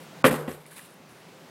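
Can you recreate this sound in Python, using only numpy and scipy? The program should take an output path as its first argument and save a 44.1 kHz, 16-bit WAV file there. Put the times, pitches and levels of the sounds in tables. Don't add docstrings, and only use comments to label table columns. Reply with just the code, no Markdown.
import sys
import numpy as np
from scipy import signal
from scipy.fft import rfft, irfft
from scipy.io import wavfile
from scipy.ndimage import uniform_filter1d

SR = 44100
rng = np.random.default_rng(int(sys.argv[2]) if len(sys.argv) > 2 else 0)


def volts(x):
    e = np.asarray(x, float) / 20
    return 10 ** e


def output_pcm(signal):
    pcm = np.clip(np.atleast_2d(signal).T, -1, 1) * 32767
    wavfile.write(sys.argv[1], SR, np.round(pcm).astype(np.int16))


N = 66150

# frequency in Hz, level in dB per Hz.
HUM_COLOUR = [(15, -79), (25, -57), (134, -8.5), (161, -8), (195, -7), (229, -7.5), (560, -10),
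              (3160, -21.5), (16000, -36.5)]
# frequency in Hz, width in Hz, level in dB, end in seconds.
MOTOR_WHINES = [(650, 4, -63, 0.2), (523, 3.3, -68, 2.1)]
# time in seconds, level in dB.
GAIN_RIDE = [(0, 4), (.1, 4), (.23, 4.5), (.6, -3.5), (.85, -1.5), (1.0, -1.5), (1.25, 1), (1.5, 1.5)]
# frequency in Hz, level in dB per Hz.
SOLE_COLOUR = [(530, -46), (900, -4), (2830, -3.5), (3380, -11), (3680, -4.5), (6030, -16), (7960, -6.5),
               (10500, -2), (16000, -17)]
# start in seconds, rise in seconds, hold in seconds, level in dB, t60 in seconds.
SCUFFS = [
    (0.662, 0.00087, .003, -54, 0.047),
    (0.67, .003, 0.019, -57.5, 0.18),
    (0.705, 0.0071, .03, -51, .2),
    (.755, 0.012, 0.015, -46, 0.25),
    (0.804, .01, 0.043, -54, 0.21),
    (.885, .003, 0.036, -61.5, 0.3),
    (1.083, .01, 0.029, -62, 0.18),
    (1.133, .01, .03, -65, 0.5),
]
# time in seconds, level in dB, frequency in Hz, t60 in seconds.
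STONE_TICKS = [(.657, -47.5, 2080, 0.022), (.718, -49, 1540, 0.043), (0.664, -43, 9600, 0.01),
               (.7815, -44, 3150, 0.0081), (.7945, -40, 1790, 0.024), (.942, -47, 13000, 0.0052),
               (1.122, -51.5, 306, 0.097), (1, -51.5, 230, 0.14), (.517, -45, 5400, 0.013)]
# frequency in Hz, level in dB per Hz.
SAND_COLOUR = [(1470, -4), (2500, -9), (3360, -9.5), (3830, -12.5), (5920, -24.5), (7710, -12),
               (13400, -11), (16000, -33)]
# start in seconds, rise in seconds, hold in seconds, level in dB, t60 in seconds.
SAND_SPRAYS = [
    (0, 0.0016, 0.036, -57.5, 0.12),
    (0.241, 0.0049, 0.029, -30.5, 0.2),
    (0.253, 0.0071, 0.011, -29, 0.15),
    (0.309, 0.00074, .008, -37.5, 0.15),
    (0.319, 0.0067, 0.036, -41, 0.076),
    (0.366, .005, 0.031, -49, 0.3),
    (0.464, 0.031, 0.024, -47.5, 0.29),
    (0.524, 0.0039, 0.018, -54, 0.049),
    (0.598, 0.011, 0.0062, -60, 0.3),
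]
# frequency in Hz, level in dB per Hz.
AIR_COLOUR = [(120, -40), (220, -6), (450, 12), (700, 0), (1200, -0.5), (2200, -3.5), (3500, -9.5),
              (6500, -18.5)]
# frequency in Hz, t60 in seconds.
AIR_T60 = [(100, 0.44), (400, 0.65), (1200, 0.7), (3000, 0.12), (6000, 0.29)]
# start in seconds, level in dB.
AIR_RUSHES = [
    (.243, -23.5),
    (0.311, -34),
    (.34, -38.5),
    (0.401, -46),
    (0.48, -46.5),
    (.51, -52.5),
]
# start in seconds, rise in seconds, hold in seconds, level in dB, t60 in seconds.
AIR_BURST = [
    (0.2503, 0.00041, 0.019, -19, 0.044),
]
# time in seconds, thump level in dB, ring level in dB, slap level in dB.
BLOCK_LANDINGS = [(.2408, -10, -35, -30), (.2428, -17, -9.5, 1), (.2443, -1.5, -6, -14),
                  (.2521, -5.5, -1, -7), (.2585, -10, -10, -9), (.2676, -25, -14, -35),
                  (.275, -11, -18, -20.5), (.281, -21, -10.5, -12), (.298, -16, -16, -22.5),
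                  (.308, -24, -34, -24), (0.3119, -12, -18, -20), (0.329, -12, -17, -28.5),
                  (.342, -26, -16.5, -22), (.355, -20, -32, -28), (.385, -42, -24.5, -30),
                  (.41, -27, -35, -48), (.4785, -19, -36, -27), (.4825, -21, -22, -28),
                  (.492, -25, -52, -30.5), (.5035, -54, -37, -53), (.515, -30.5, -34, -36.5),
                  (0.548, -44, -38.5, -48)]
# frequency in Hz, level in dB, t60 in seconds.
SIDEWALL_MODES = [(204, -10.5, 0.058), (253, 1, 0.05)]
# frequency in Hz, level in dB, t60 in seconds.
CARCASS_MODES = [(338, -7.5, 0.14), (365.2, -4.5, 0.095), (428.6, -4, 0.12), (508, 0, 0.08),
                 (554, -10, 0.072), (728, -10, 0.082), (802, -16, .08)]
# frequency in Hz, level in dB, t60 in seconds.
TREAD_MODES = [(1090, 2, 0.016), (1164, -5, 0.085), (1282, -6, 0.046), (1465, 5.5, 0.013),
               (1750, 0.5, 0.02), (1864, -6, 0.042), (1925, -1.5, 0.022), (2156, -7, 0.029),
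               (2378, -7.5, 0.043), (2707, -7.5, 0.036), (3243, -12, 0.037)]
# time in seconds, level in dB, frequency in Hz, t60 in seconds.
GROUND_SHUDDERS = [
    (.243, -40, 55, 0.055),
    (0.288, -46, 78, 0.12),
    (.345, -60, 65, 0.15),
    (0.483, -44, 88, 0.24),
    (.51, -54, 56, .3),
    (1.299, -70, 108, .5),
    (1.43, -67, 91, .4),
]
# start in seconds, end in seconds,
# lower edge in Hz, level in dB.
THINNED_HIGHS = [
    (.226, .2395, 1500, -35),
    (.298, .3095, 5500, -9),
    (.296, .3095, 12500, -20),
    (.645, .656, 11500, -12),
    (.926, .939, 13000, -12),
]


def evened(x):
    return x / np.sqrt(np.mean(x ** 2) + 1e-20)


def read(points, hz):
    f, value = np.transpose(points)
    return np.interp(np.log(hz + 1), np.log(f + 1), value)


def add(mix, s, sound):
    part = mix[round(s * SR):][:len(sound)]
    part += sound[:len(part)]


def coloured(x, spectrum):
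    hz = np.fft.rfftfreq(len(x), 1 / SR)
    inside = (hz > spectrum[0][0]) & (hz < spectrum[-1][0])
    return evened(irfft(rfft(x) * volts(read(spectrum, hz)) * inside, len(x)))


def fuzzy(hz, width_hz):
    f = np.fft.rfftfreq(N, 1 / SR)
    resonance = 1 / (1 + ((f - hz) / width_hz) ** 2)
    return evened(irfft(rfft(rng.standard_normal(N)) * resonance, N))


def ring(modes, soft_s):
    t = np.arange(SR // 2) / SR
    total = np.zeros(len(t))
    for hz, db, t60 in modes:
        total += volts(db - 60 * t / t60) * np.sin(2 * np.pi * hz * t)
    return total * (1 - np.exp(-t / soft_s))


def strokes(rows):
    t = np.arange(N) / SR
    power = np.zeros(N)
    for s, rise, hold, db, t60 in rows:
        attack = np.clip((t - s) / rise, 0, 1)
        dying_s = np.maximum(t - s - rise - hold, 0)
        power += (attack * volts(db - 60 * dying_s / t60)) ** 2
    return np.sqrt(power)


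def grit(spectrum, rows):
    grains_per_s, size_spread_db = 12000, 1.5
    hits = rng.random(N) < grains_per_s / SR
    sizes = volts(size_spread_db * rng.exponential(1, N))
    return coloured(rng.standard_normal(N) * hits * sizes, spectrum) * strokes(rows)


def traffic():
    hum_db, patch_db = -51.5, 0.9
    drone_hz, drone_width_hz, drone_db = 166, 12, -59
    z = signal.stft(coloured(rng.standard_normal(N), HUM_COLOUR), SR, nperseg=1024)[2]
    patches = uniform_filter1d(rng.standard_normal(z.shape), 12, 0)
    patches = evened(uniform_filter1d(patches, 6, 1))
    hum = volts(hum_db) * signal.istft(z * volts(patch_db * patches), SR, nperseg=1024)[1][:N]
    hum = hum + volts(drone_db) * fuzzy(drone_hz, drone_width_hz)
    t = np.arange(N) / SR
    for hz, width_hz, db, end in MOTOR_WHINES:
        fade = np.clip((end - t) / 0.036, 0, 1)
        hum = hum + volts(db) * fuzzy(hz, width_hz) * fade
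    return hum * volts(np.interp(t, *np.transpose(GAIN_RIDE)))


def shoe_scuffs():
    return grit(SOLE_COLOUR, SCUFFS)


def stone_ticks():
    out = np.zeros(N)
    for s, db, hz, t60 in STONE_TICKS:
        partials = [(hz, db, t60), (hz * 1.1, db + 0.5, t60), (hz * 1.5, db - 21, t60 / 2)]
        add(out, s, ring(partials, 0.0001))
    return out


def sand_sprays():
    return grit(SAND_COLOUR, SAND_SPRAYS)


def air_rush():
    out = grit(AIR_COLOUR, AIR_BURST)
    for s, db in AIR_RUSHES:
        noise = coloured(rng.standard_normal(SR), AIR_COLOUR)
        hz, t, z = signal.stft(noise, SR, nperseg=256)
        decay = volts(-60 * t / read(AIR_T60, hz)[:, None])
        tail = signal.istft(z * decay, SR, nperseg=256)[1]
        onset = np.minimum(np.arange(len(tail)) / SR / 0.0015, 1)
        add(out, s, volts(db) * tail * onset)
    return out


def ground_shudder():
    out = np.zeros(N)
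    for s, db, hz, t60 in GROUND_SHUDDERS:
        add(out, s, ring([(hz, db, t60)], 0.0072))
    return out


def tire():
    out = np.zeros(N)
    for s, thump_db, ring_db, slap_db in BLOCK_LANDINGS:
        add(out, s, -0.7 * volts(thump_db) * ring(SIDEWALL_MODES, 0.0025))

        carcass = [(hz, db + 2.0 * rng.standard_normal(), t60) for hz, db, t60 in CARCASS_MODES]
        add(out, s, -0.4 * volts(ring_db) * ring(carcass, 0.00093))

        crisp, soft = [], []
        for mode in TREAD_MODES:
            group = crisp if rng.standard_normal() > 0 else soft
            group.append(mode)
        add(out, s, 0.32 * volts(slap_db) * ring(crisp, 0.00017))
        add(out, s + 0.00048, -0.3 * volts(slap_db) * ring(soft, 0.0009))

    cavity = (150.7, -23, 0.75)
    add(out, BLOCK_LANDINGS[0][0], ring([cavity], 0.05))
    return out


def scene():
    background = traffic() + shoe_scuffs() + stone_ticks()
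    slam = sand_sprays() + air_rush() + ground_shudder() + tire()
    return (background + slam)[None]


def low_pass(x):
    return signal.sosfilt(signal.butter(12, 16470, fs=SR, output="sos"), x)


def record(dry):
    clip_level, low_cut_hz, top_edge_hz = 1.05, 45.6, 15850
    overloaded = clip_level * np.tanh(dry / clip_level)
    low_cut = signal.butter(2, low_cut_hz, "high", fs=SR, output="sos")
    x = signal.sosfilt(low_cut, overloaded)
    t, f = np.arange(N) / SR, np.fft.rfftfreq(N, 1 / SR)
    for start, end, hz, db in THINNED_HIGHS:
        inside = np.clip(np.minimum(t - start, end - t) / 0.0009, 0, 1)
        before = x * (t < end)
        highs = irfft(rfft(before) * np.clip((f - hz) / 300, 0, 1), N)
        x = x - (1 - volts(db)) * inside * highs
    x = irfft(rfft(x) * np.clip((top_edge_hz - f) / 400 + 1, 0, 1), N)
    return low_pass(x)


dry = scene()
out = record(dry)
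output_pcm(out)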